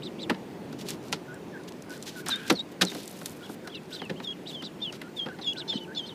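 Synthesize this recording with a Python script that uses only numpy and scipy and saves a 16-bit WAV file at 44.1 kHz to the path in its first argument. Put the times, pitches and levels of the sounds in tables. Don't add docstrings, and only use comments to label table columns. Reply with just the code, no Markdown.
import sys
import numpy as np
from scipy import signal
from scipy.fft import rfft, irfft
from scipy.io import wavfile
from scipy.ndimage import uniform_filter1d

SR = 44100
rng = np.random.default_rng(int(sys.argv[2]) if len(sys.argv) > 2 else 0)


def convert_level_to_amplitude(level_db):
    exponent = np.asarray(level_db, float) / 20
    return 10 ** exponent


def dump(signal):
    limited = np.clip(np.atleast_2d(signal).T, -1, 1)
    pcm = np.round(limited * 32767).astype(np.int16)
    wavfile.write(sys.argv[1], SR, pcm)


N = 270774


def evened(x):
    return x / np.sqrt(np.mean(x ** 2) + 1e-20)


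def topped(x):
    return x / (abs(x).max() + 1e-12)


def add(mix, s, sound):
    part = mix[round(s * SR):][:len(sound)]
    part += sound[:len(part)]


def along(rows):
    s, db = np.transpose(rows)
    gain = convert_level_to_amplitude(np.interp(np.arange(N) / SR, s, db, -120, -120))
    return uniform_filter1d(gain, size=300)


def resonate(x, hz, width):
    r = np.exp(-np.pi * abs(width) / SR)
    return signal.lfilter([1 - r, 0, r - 1], [1, -2 * r * np.cos(2 * np.pi * hz / SR), r * r], x)


def body(x, modes):
    return sum((-1) ** k * convert_level_to_amplitude(db) * resonate(x, hz, w) for k, (hz, w, db) in enumerate(modes))


def coloured(x, points):
    hz = np.fft.rfftfreq(len(x), 1 / SR)
    f, db = np.transpose(points)
    return irfft(rfft(x) * convert_level_to_amplitude(np.interp(np.log(hz + 1), np.log(f + 1), db)), len(x))


def drift(count, size):
    smooth = uniform_filter1d(rng.standard_normal(count), size)
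    return evened(uniform_filter1d(smooth, size))


def town():
    # frequency in Hz, level in dB per Hz.
    town_spectrum = [(15, -59), (25, -30), (60, -22), (171, 0), (303, -2), (377, -1), (494, -8),
                     (783, -14.5), (873, -13.5), (1210, -20.5), (2320, -23), (14300, -42), (16300, -34)]
    # time in seconds, level in dB.
    swelling = [
        (0.0, -40),
        (1.04, -40),
        (1.93, -42.5),
        (2.7, -42),
        (3.23, -43),
        (6.14, -44),
    ]
    town_db = -43.5
    frames, hz = N // 256 + 5, np.fft.rfftfreq(1024, 1 / SR)
    a, b, patches = rng.standard_normal((frames, 513, 3)).T
    patches = evened(uniform_filter1d(uniform_filter1d(patches, 10, 0), 14, 1))
    s, db = np.transpose(swelling)
    swell_db = np.interp(np.arange(frames) * 256 / SR, s, db - town_db)
    bass_share = 1 / (1 + (hz / 1500) ** 2)[:, None]
    spectra = (a + 1j * b) * convert_level_to_amplitude(1.3 * patches)
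    flat = signal.istft(spectra, nperseg=1024, noverlap=768)[1]
    swollen = signal.istft(spectra * convert_level_to_amplitude(bass_share * swell_db), nperseg=1024, noverlap=768)[1]
    return convert_level_to_amplitude(town_db) * coloured(swollen, town_spectrum)[:N] / np.std(coloured(flat, town_spectrum))


def motor():
    # time in seconds, level in dB, share of full speed.
    run = [
        (5.54, -68, .995),
        (5.66, -55, 1.001),
        (5.86, -57, .997),
        (5.95, -60, .995),
        (6.02, -62, 1.02),
        (6.14, -65, 1.03),
    ]
    # frequency in Hz, share of fuzz, level in dB.
    motor_tones = [(891, .3, 3.5), (352.4, .45, 6.5)]
    s, level_db, speed = np.transpose(run)
    speed_now = np.interp(np.arange(N) / SR, s, speed) + .004 * drift(N, size=1500)
    turns = np.cumsum(speed_now) / SR
    hum = np.zeros(N)
    for hz, fuzz, db in motor_tones:
        hum += convert_level_to_amplitude(db) * (1.2 + fuzz * drift(N, size=2000)) * np.sin(2 * np.pi * hz * turns)
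    return along(np.transpose([s, level_db])) * hum


def whistle(rows, voice_db, flutter_db, waver, breath_db):
    s, hz, db = np.transpose(rows)
    t = np.arange(s[0], s[-1], 1 / SR)
    hz = uniform_filter1d(np.interp(t, s, hz), size=220, mode="nearest")
    height = hz / hz.max()
    turn = 2 * np.pi * np.cumsum(hz * (1 + waver * drift(len(t), size=90))) / SR
    gain = np.interp(t, s, convert_level_to_amplitude(db))
    octave, half, side = convert_level_to_amplitude(np.asarray(voice_db))
    onset = np.exp(-(t - s[0]) / .02)
    beat = 2 * np.pi * np.cumsum(850 * height ** 4.5 + 90 * drift(len(t), size=200)) / SR
    patchy = convert_level_to_amplitude(4.5 * drift(len(t), size=220))
    octave = octave * patchy * height ** 2.2
    tone = np.sin(turn) + octave * np.sin(2 * turn)
    tone += half * (0.18 + onset) * patchy[::-1] * np.sin(3 * turn / 2)
    side_pair = np.sin(turn + beat) + .4 * np.sin(turn - beat)
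    tone += side * convert_level_to_amplitude(3.5 * drift(len(t), size=200)) * .6 * side_pair
    rasp = convert_level_to_amplitude(breath_db) * (1 + 13.0 * onset) + 1.1 * side
    tone += rasp * drift(len(t), size=16) * np.sin(turn + .6 * beat)
    gain *= convert_level_to_amplitude((flutter_db + 3.0 * side) * drift(len(t), size=100))
    return s[0], np.sqrt(2) * gain * tone * signal.windows.tukey(len(t), .06)


def far_bird():
    # start in seconds, length in seconds, level in dB, first pitch in Hz, pitch of the dip in Hz.
    bird_calls = [(1.281, .102, -44, 1470, 1450), (1.524, .092, -44, 1830, 1510),
                  (1.888, .094, -45, 1530, 1460), (2.155, .092, -44, 1520, 1440),
                  (3.405, .07, -50, 1480, 1400), (3.645, .062, -47, 1580, 1410),
                  (3.908, .08, -49, 1556, 1440), (5.035, .09, -52, 1400, 1400),
                  (5.278, .082, -42, 1654, 1450), (5.548, .096, -46, 1600, 1435),
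                  (5.874, .096, -47, 1500, 1550)]
    home_hz = 1420
    out = np.zeros(N)
    for s, length, db, first_hz, dip_hz in bird_calls:
        off_pitch_db = -.025 * abs(first_hz - dip_hz)
        path = [(s, first_hz, db - 5 + off_pitch_db),
                (s + .46 * length, dip_hz, db),
                (s + .62 * length, 1.2 * dip_hz, db - 14),
                (s + .84 * length, 1.04 * home_hz, db - 9),
                (s + length, home_hz, db - 11)]
        add(out, *whistle(path, (-40, -60, -60), flutter_db=2.5, waver=0.008, breath_db=-40))
    return out


def puff():
    # middle in seconds, level in dB, frequency in Hz, half length in seconds.
    booms = [
        (.313, -26, 230, .013),
        (2.5155, -19, 322, .011),
        (2.843, -25, 185, .022),
        (5.76, -21, 240, .0035),
    ]
    t = np.arange(N) / SR
    out = np.zeros(N)
    for s, db, hz, half in booms:
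        out -= convert_level_to_amplitude(db) * np.cos(2 * np.pi * hz * (t - s)) * np.exp(-((t - s) / half) ** 2)
    return out


def knocks():
    # start in seconds, crack in dB, walls in dB, hollow in dB, rise time of the rattle in seconds.
    shell_blows = [(.295, -14.5, -22, -17, .0041), (.343, -36, -40, -47, .0019),
                   (2.916, -35, -45, -33, .0036), (3.213, -36, -38, -35, .0016),
                   (4.0163, -29, -30, -31, .0014), (4.0947, -27, -43, -21.5, .0039),
                   (4.1995, -31, -31, -32, .0014), (5.013, -28.5, -36.5, -36, .0028),
                   (5.257, -34, -34, -27.5, .0045), (5.285, -33.5, -35, -51, .0014),
                   (5.385, -38, -36, -40, .0034), (5.727, -31, -43, -31, .00094)]
    door_blows = [(.724, -38, -41, -43, .0037), (1.1255, -17, -24, -29, .0026),
                  (2.26, -27, -35, -50, .0042), (2.285, -36, -24.5, -42, .0023),
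                  (2.4978, -8, -16, -15, .0036), (2.81, -10.5, -25, -21, .0068),
                  (2.947, -31, -40, -29.5, .0034), (3.492, -39.5, -34.5, -32, .0014),
                  (3.672, -29, -36, -66, .0026), (4.621, -32.5, -41, -34, .0028),
                  (4.923, -31, -42, -57, .0045)]
    # frequency in Hz, width in Hz, level in dB.
    shell_crack = [(1670, 300, -1), (2060, 300, 0), (2710, 400, -4), (3300, 400, -5), (3750, 500, -7),
                   (4850, 900, -13)]
    door_crack = [(1600, 500, 0), (2500, 800, -3), (3400, 800, -1), (4400, 1000, -2), (5600, 1300, -7)]
    wall_modes = [(770, 274, 0), (1174, 600, 0.5), (1400, 287, 3)]
    hollow_modes = [(185.6, 69, -0.5), (314, 143, -3), (520, 240, -6)]
    out, t = np.zeros(N), np.arange(7000) / SR
    blows = [(*row, -19, shell_crack) for row in shell_blows]
    blows += [(*row, -17, door_crack) for row in door_blows]
    for s, crack_db, walls_db, hollow_db, rise, tick_db, crack in blows:
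        u = t / max(rise, .001)
        hits = rng.standard_normal(len(t)) * convert_level_to_amplitude(4.7 * np.minimum(rng.exponential(1, len(t)), 4))
        rattle = hits * (1.16 * u ** 2 * np.exp(-1.7 * u) + 0.087 * np.exp(-t / 0.019))
        shove = rng.standard_normal(len(t)) * u * np.exp(-u / 1.45)
        sway = rng.standard_normal(len(t)) * t * np.exp(-t / (rise + 0.006))
        sound = convert_level_to_amplitude(crack_db) * topped(body(rattle, crack))
        sound += convert_level_to_amplitude(walls_db) * topped(body(body(shove, wall_modes), wall_modes))
        sound += convert_level_to_amplitude(hollow_db) * topped(resonate(body(sway, hollow_modes), 200, 450))
        sound += convert_level_to_amplitude(crack_db + tick_db) * topped(resonate(resonate(rattle, 6400, 7400), 8400, 10000))
        add(out, s, sound)
    return out


def snaps():
    # time in seconds, level in dB, centre frequency in Hz.
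    latch_snaps = [(0.8864, -22, 4260), (0.8931, -30, 7740), (0.9053, -21, 6300), (0.9106, -27, 2980),
                   (1.0283, -45, 4900), (1.084, -38, 4100), (1.1063, -48, 3600), (1.122, -32, 5300),
                   (1.3437, -38, 6540), (1.6364, -39, 4800), (1.6816, -48, 4100), (1.691, -36, 6600),
                   (1.722, -34.5, 3200), (1.8231, -33, 6100), (1.8958, -38, 5670), (1.9056, -33.5, 4520),
                   (1.9771, -37, 6400), (2.026, -26, 5330), (2.0594, -39, 6200)]
    pin_snaps = [
        (2.8209, -2.5, 2560),
        (1.1273, -13, 2700),
    ]
    door_snaps = [(2.2856, -13, 6200), (2.2942, -22, 7140), (2.3588, -29, 5740), (2.4678, -45, 5100),
                  (2.4807, -28, 5900), (2.5265, -25, 8800), (2.5933, -34, 3900), (2.6899, -47, 5040),
                  (2.818, -16, 5030), (2.8486, -30, 7000), (2.8516, -16, 5460), (2.9876, -39, 7700),
                  (3.0333, -33, 6900), (3.0574, -32, 7160), (3.078, -27, 5700), (3.1132, -32, 11000),
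                  (3.2322, -35, 6900), (3.2593, -21, 6940), (3.296, -32, 6600), (3.368, -43, 6200),
                  (3.674, -34, 7000), (3.834, -46, 4500), (4.052, -40, 8800), (4.9253, -30, 3900),
                  (5.018, -36, 9000), (5.093, -53, 8000), (5.332, -45, 10800), (5.534, -30, 5600),
                  (5.8366, -45, 5500)]
    paper_ticks = [(.6983, -48, 4000), (.7283, -42, 5000), (.7896, -40, 5200), (.859, -40, 4100),
                   (1.0401, -43, 4200), (1.8463, -46, 4000), (2.0708, -36, 4000), (2.1337, -43, 4400),
                   (2.172, -36, 7000), (2.261, -30, 9000), (2.9087, -35, 6000), (2.9481, -30, 8000),
                   (2.993, -36, 4000), (3.0965, -35, 12000), (3.128, -40, 9000), (3.1906, -37, 6500),
                   (3.307, -38, 9000), (3.32, -40, 10000), (3.4964, -42, 5000), (4.1025, -29, 2500),
                   (5.613, -39, 2800), (2.839, -32, 4000), (3.168, -43, 9000), (3.246, -42, 9000),
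                   (3.858, -44, 2200)]
    out, t = np.zeros(N), np.arange(2000) / SR
    for rows, decay in [(latch_snaps, .001), (pin_snaps, .00006), (door_snaps + paper_ticks, .0005)]:
        for s, db, hz in rows:
            burst = rng.standard_normal(len(t)) * (.8 * np.exp(-t / decay) + .06 * np.exp(-t / .01))
            burst[0] = 1
            add(out, s, convert_level_to_amplitude(db) * topped(resonate(resonate(burst, hz, 0.95 * hz), hz, 2.1 * hz)))
    return out


def rustle():
    # start in seconds, length in seconds, level in dB, extra fizz at the top in dB.
    rubs = [(0.775, 0.069, -46.5, -5), (0.833, 0.14, -44.5, -4.5), (1.018, 0.1, -56, -1),
            (1.672, 0.026, -44, -10), (1.878, 0.12, -51, -1.5), (1.956, 0.2, -56, -2),
            (2.051, 0.062, -39, -7.5), (2.09, 0.1, -53, -5), (2.152, 0.078, -48.5, 2.5),
            (2.254, 0.095, -41.5, -4), (2.34, 0.23, -63, 5), (2.454, 0.064, -43.5, -9),
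            (2.709, 0.026, -56, 2), (2.812, 0.27, -46.5, -3), (2.95, 0.29, -54, 0.5), (3.125, 0.28, -54, 4),
            (3.355, .03, -64, 9), (3.368, 0.15, -56.5, -1), (3.478, 0.09, -55.5, 6.5),
            (3.625, 0.04, -61, 4), (3.877, 0.14, -51.5, -2.5), (4.216, 0.045, -53, -4),
            (4.46, 0.11, -53, -2), (4.919, 0.06, -49, -4), (5.15, 0.05, -54, 0)]
    # start in seconds, level in dB, decay in seconds.
    tears = [
        (0.888, -39, 0.008),
        (2.028, -44, .005),
        (2.479, -40, .002),
        (3.2575, -32, 0.0045),
    ]
    # frequency in Hz, level in dB per Hz.
    paper_spectrum = [(710, -43), (1200, -10), (1400, -5), (2530, -2), (3660, 2), (8440, -6), (14700, -9),
                      (15500, -23), (16000, -47)]
    strokes, fizz, t = np.zeros(N), np.zeros(N), np.arange(1500) / SR
    for s, length, db, fizz_db in rubs:
        shape = convert_level_to_amplitude(db) * signal.windows.tukey(round(length * SR), .8)
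        add(strokes, s, shape)
        add(fizz, s, shape * convert_level_to_amplitude(fizz_db))
    for s, db, decay in tears:
        add(strokes, s, convert_level_to_amplitude(db) * np.exp(-t / decay))
        add(fizz, s, convert_level_to_amplitude(db + 1.5) * np.exp(-t / decay))
    grains = rng.standard_normal(N) * (rng.random(N) < 15000 / SR)
    grains *= convert_level_to_amplitude(3.2 * np.minimum(rng.exponential(1, N), 3.5))
    paper = evened(coloured(grains, paper_spectrum)) * convert_level_to_amplitude(1.5 * drift(N, size=220))
    low = signal.oaconvolve(paper, signal.firwin(31, 7500, fs=SR), "same")
    return strokes * low + fizz * (paper - low)


def scrape():
    # time in seconds, level in dB.
    scrape_level = [
        (2.26, -68),
        (2.286, -36),
        (2.49, -47),
    ]
    # frequency in Hz, width in Hz, level in dB.
    wire_modes = [(1580, 110, 7), (2420, 200, -4), (3200, 580, -5)]
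    rub = rng.standard_normal(N) * convert_level_to_amplitude(1.7 * drift(N, size=200))
    return along(scrape_level) * evened(body(rub, wire_modes))


def arch(top_s, top_hz, level_db, climb, fall, pace=1):
    dt = np.linspace(-climb, fall, num=14)
    rising_sag = (pace * abs(dt) / .047) ** 2.1
    falling_sag = (pace * abs(dt) / .072) ** 1.7
    sag = np.where(dt < 0, rising_sag, falling_sag)
    place = np.where(dt < 0, dt / climb, dt / fall)
    return np.transpose([top_s + dt, top_hz * (1 - np.minimum(sag, .55)), level_db - 17 * abs(place) ** 3])


def slide(row, habit):
    s, length, db, top_hz, rest_hz = row
    glide, lead, early, drop_hz, start_db, held_db, end_db = habit
    swell_s, drop_s = .014, .011
    rest = min(lead + (top_hz - rest_hz) / glide, length - 2 * drop_s)
    loud = max(rest - early, swell_s + .001)
    drop = length - drop_s
    t = np.linspace(0, length, num=40)
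    hz = np.interp(t, [0, lead, rest, drop, length],
                   [top_hz - 130, top_hz, rest_hz, rest_hz, rest_hz - drop_hz])
    hz += .36 * (rest_hz - 3120) * np.interp(t, [rest, drop], [0, 1]) ** 1.6
    level_db = np.interp(t, [0, loud - swell_s, loud, drop, length],
                         [start_db, start_db, 0, held_db, end_db])
    level_db += -9 * np.exp(-t / .006)
    return np.transpose([s + t, hz, db + level_db])


def arched_peeps():
    # time of the top in seconds, top pitch in Hz, level in dB, climb in seconds, fall in
    # seconds.
    arches = [(.049, 4130, -44, .034, .042), (.216, 4090, -43, .036, .042), (3.445, 3400, -51, .032, .042),
              (3.945, 4120, -39, .032, .027), (4.486, 4020, -41, .03, .04), (4.652, 4020, -41, .028, .038),
              (5.589, 4120, -39, .038, .042), (5.75, 4230, -41, .034, .04), (6.072, 4270, -47, .018, .032)]
    strands = [
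        (4.18, 3200, -51, .03, .02),
        (5.695, 4330, -41, .017, .03),
        (5.968, 4380, -41, .021, .03),
    ]
    flicks = [(3.706, 3400, -54, .016, .003), (3.967, 3200, -49, .012, .013), (3.982, 3750, -50, .003, .03),
              (5.42, 4120, -41, .009, .022), (5.68, 4100, -42, .003, .012), (5.782, 3800, -46, .003, .018),
              (5.951, 4050, -41, .003, .012), (6.06, 3620, -46, .006, .018), (3.758, 4050, -42, .017, .024),
              (4.808, 3300, -52, .012, .004)]
    # octave in dB, half-line in dB, sidebands and rasp in dB.
    arch_voice = (-17, -30, -13)
    strand_voice = (-34, -24, -20)
    flick_voice = (-30, -14, -14)
    upper_voice = (-40, -40, -12)
    peeps = [(arch(*row), arch_voice) for row in arches]
    peeps += [(arch(*row), strand_voice) for row in strands]
    peeps += [(arch(*row, pace=1.6), flick_voice) for row in flicks]
    for s, hz, db, climb, fall in arches:
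        peeps.append((arch(s - .002, 1.2 * hz, db - 7, climb, fall, pace=1.42), upper_voice))
    return peeps


def falling_peeps():
    # start in seconds, length in seconds, level in dB, top pitch in Hz, resting pitch in Hz.
    quick = [
        (2.298, .074, -29, 4200, 3570),
        (2.55, .07, -29, 4480, 3680),
        (2.856, .068, -35, 4340, 3590),
        (3.714, .082, -43, 3560, 2720),
        (3.983, .044, -41, 3980, 3150),
        (6.098, .041, -45, 3440, 3030),
    ]
    drawls = [
        (4.232, .104, -36.5, 3850, 3270),
        (5.439, .096, -33, 3700, 3310),
        (5.798, .058, -44, 3140, 3020),
    ]
    hooks = [
        (4.524, .094, -38.5, 3530, 3130),
        (4.814, .094, -35, 3650, 2990),
    ]
    flats = [
        (4.835, .05, -50, 2950, 2800),
        (5.162, .093, -33.5, 3730, 3200),
        (5.46, .068, -46, 3050, 2820),
    ]
    swoops = [
        (5.682, .104, -32, 3620, 3050),
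        (5.96, .104, -32, 3540, 3130),
    ]
    tails = [
        (4.022, .055, -43, 3180, 2720),
    ]
    # octave in dB, half-line in dB, sidebands and rasp in dB.
    quick_habit = (19000, .001, .006, -20, -6, -7, -20)
    quick_voice = (-26, -26, -19)
    drawl_habit = (11500, .001, .006, 780, -8, -5, -8)
    drawl_voice = (-22, -15, -30)
    hook_habit = (14000, .018, .032, 480, -5, -5, -12)
    hook_voice = (-28, -22, -28)
    flat_habit = (12500, .001, .012, 110, -9, -5, -13)
    flat_voice = (-26, -20, -34)
    swoop_habit = (12500, .018, .04, -220, -6, -11, -16)
    swoop_voice = (-21, -14, -23)
    tail_habit = (11000, .001, .02, 20, -2, -2, -8)
    tail_voice = (-28, -30, -30)
    kinds = [(quick, quick_habit, quick_voice), (drawls, drawl_habit, drawl_voice),
             (hooks, hook_habit, hook_voice), (flats, flat_habit, flat_voice),
             (swoops, swoop_habit, swoop_voice), (tails, tail_habit, tail_voice)]
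    return [(slide(row, habit), voice) for rows, habit, voice in kinds for row in rows]


def effort():
    # middle in seconds, change in
    # dB, half length in seconds.
    beads = [(.033, 6, .004), (.043, -3, .004), (.063, 2, .004), (.072, 6, .004), (.198, 3, .004),
             (.217, -5, .003), (.227, -5, .002), (.234, 8, .006), (3.756, 3, .005), (3.988, -5, .005),
             (4.035, -4, .006), (4.283, -5, .002), (4.3, -6, .003), (4.317, -5, .002), (4.327, 5, .003),
             (2.316, 3, .006), (2.575, 3, .005), (2.586, -4, .004), (2.6, 3, .01), (2.88, 3, .008),
             (3.93, 3, .004), (4.002, 4, .006), (4.012, -11, .004), (4.025, 4, .005), (4.051, -10, .003),
             (4.065, 3, .008), (4.246, 5, .005), (4.262, -3, .006), (4.276, 4, .004), (4.31, 3, .006),
             (4.47, 3, .004), (4.551, 4, .003), (4.557, -4, .002), (4.824, 4, .005), (5.173, 6, .004),
             (5.182, -3, .003), (5.197, 2, .005), (5.225, 3, .016), (5.487, 3, .016), (5.51, -3, .008),
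             (6.02, -5, .012), (4.836, 2, .004), (4.844, -4, .003), (4.87, -5, .003), (4.655, 2, .008),
             (5.205, -3, .003), (5.428, 5, .003), (5.446, 3, .003), (5.6, 3, .008), (5.77, 3, .01),
             (5.96, 3, .003), (5.978, 3, .004), (5.99, -7, .002), (5.996, 3, .003), (6.001, -7, .0015),
             (6.045, 4, .008), (6.095, 5, .004)]
    sways = [(0.023, 6.5, 0.002), (0.03, -5.5, 0.003), (0.075, -4.5, 0.004), (0.2, -2.5, 0.009),
             (0.221, 6.0, 0.004), (2.31, 8.0, 0.006), (2.323, 3.0, 0.002), (2.566, -4.0, 0.004),
             (2.584, -2.5, 0.003), (2.586, -7.5, 0.009), (2.607, 3.0, 0.002), (2.615, -5.5, 0.004),
             (2.862, 4.5, 0.003), (2.873, 9.0, 0.006), (2.89, -4.0, 0.002), (2.903, -9.0, 0.009),
             (3.446, -4.0, 0.009), (3.767, -4.5, 0.006), (3.924, -6.0, 0.006), (3.937, -3.5, 0.002),
             (3.952, 4.5, 0.004), (3.998, -3.5, 0.009), (4.028, 4.0, 0.003), (4.048, -3.5, 0.009),
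             (4.254, 4.5, 0.009), (4.268, -4.0, 0.003), (4.298, 3.5, 0.009), (4.332, -3.5, 0.009),
             (4.467, -6.0, 0.004), (4.51, -5.5, 0.006), (4.54, -9.0, 0.006), (4.605, 3.0, 0.009),
             (4.634, -3.5, 0.003), (4.654, 4.5, 0.004), (4.677, -4.0, 0.009), (4.831, 5.0, 0.009),
             (4.871, 2.5, 0.014), (4.892, -2.0, 0.004), (5.202, 3.5, 0.004), (5.217, -1.5, 0.009),
             (5.244, -3.5, 0.004), (5.441, 3.0, 0.006), (5.459, -3.5, 0.004), (5.492, 3.0, 0.02),
             (5.567, -6.5, 0.006), (5.585, 4.0, 0.003), (5.62, 3.5, 0.006), (5.682, 2.5, 0.006),
             (5.698, 4.5, 0.006), (5.716, -3.0, 0.002), (5.75, -3.0, 0.009), (5.779, 3.5, 0.003),
             (5.97, -2.0, 0.009), (6.001, 3.5, 0.004), (6.062, -4.5, 0.009), (6.096, 7.5, 0.006)]
    db = np.zeros(N)
    for s, push_db, half in beads + sways:
        t = np.arange(-3 * half, 3 * half, 1 / SR)
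        add(db, s + t[0], push_db * np.exp(-(t / half) ** 2))
    return convert_level_to_amplitude(db)


def ducklings():
    # frequency in Hz, width in Hz, level in dB.
    box_modes = [(3310, 150, -1), (3560, 150, -3), (2950, 200, -5)]
    out = np.zeros(N)
    for path, voice_db in arched_peeps() + falling_peeps():
        add(out, *whistle(path, voice_db, flutter_db=.4, waver=.0045, breath_db=-32))
    out = out * effort()
    ringing = sum(convert_level_to_amplitude(db) * resonate(out, hz, w) for hz, w, db in box_modes)
    out = convert_level_to_amplitude(-3) * (out + ringing)
    t = np.arange(3000) / SR
    bounces = rng.standard_normal(len(t)) * (rng.random(len(t)) < .05)
    echoes = bounces * convert_level_to_amplitude(-60 * t / 0.039) * (t > .0012)
    return out + convert_level_to_amplitude(-11) * signal.oaconvolve(out, echoes / np.linalg.norm(echoes))[:N]


def scene():
    handling = puff() + knocks() + snaps() + rustle() + scrape()
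    return (town() + motor() + far_bird() + handling + ducklings())[None]


def low_pass(x):
    return signal.sosfilt(signal.butter(12, 16480, fs=SR, output="sos"), x)


def record(dry):
    low = signal.oaconvolve(dry, signal.firwin(255, 15350, fs=SR)[None], "same")
    mix = low + convert_level_to_amplitude(-28) * (dry - low)
    return low_pass(mix)


dry = scene()
out = record(dry)
dump(out)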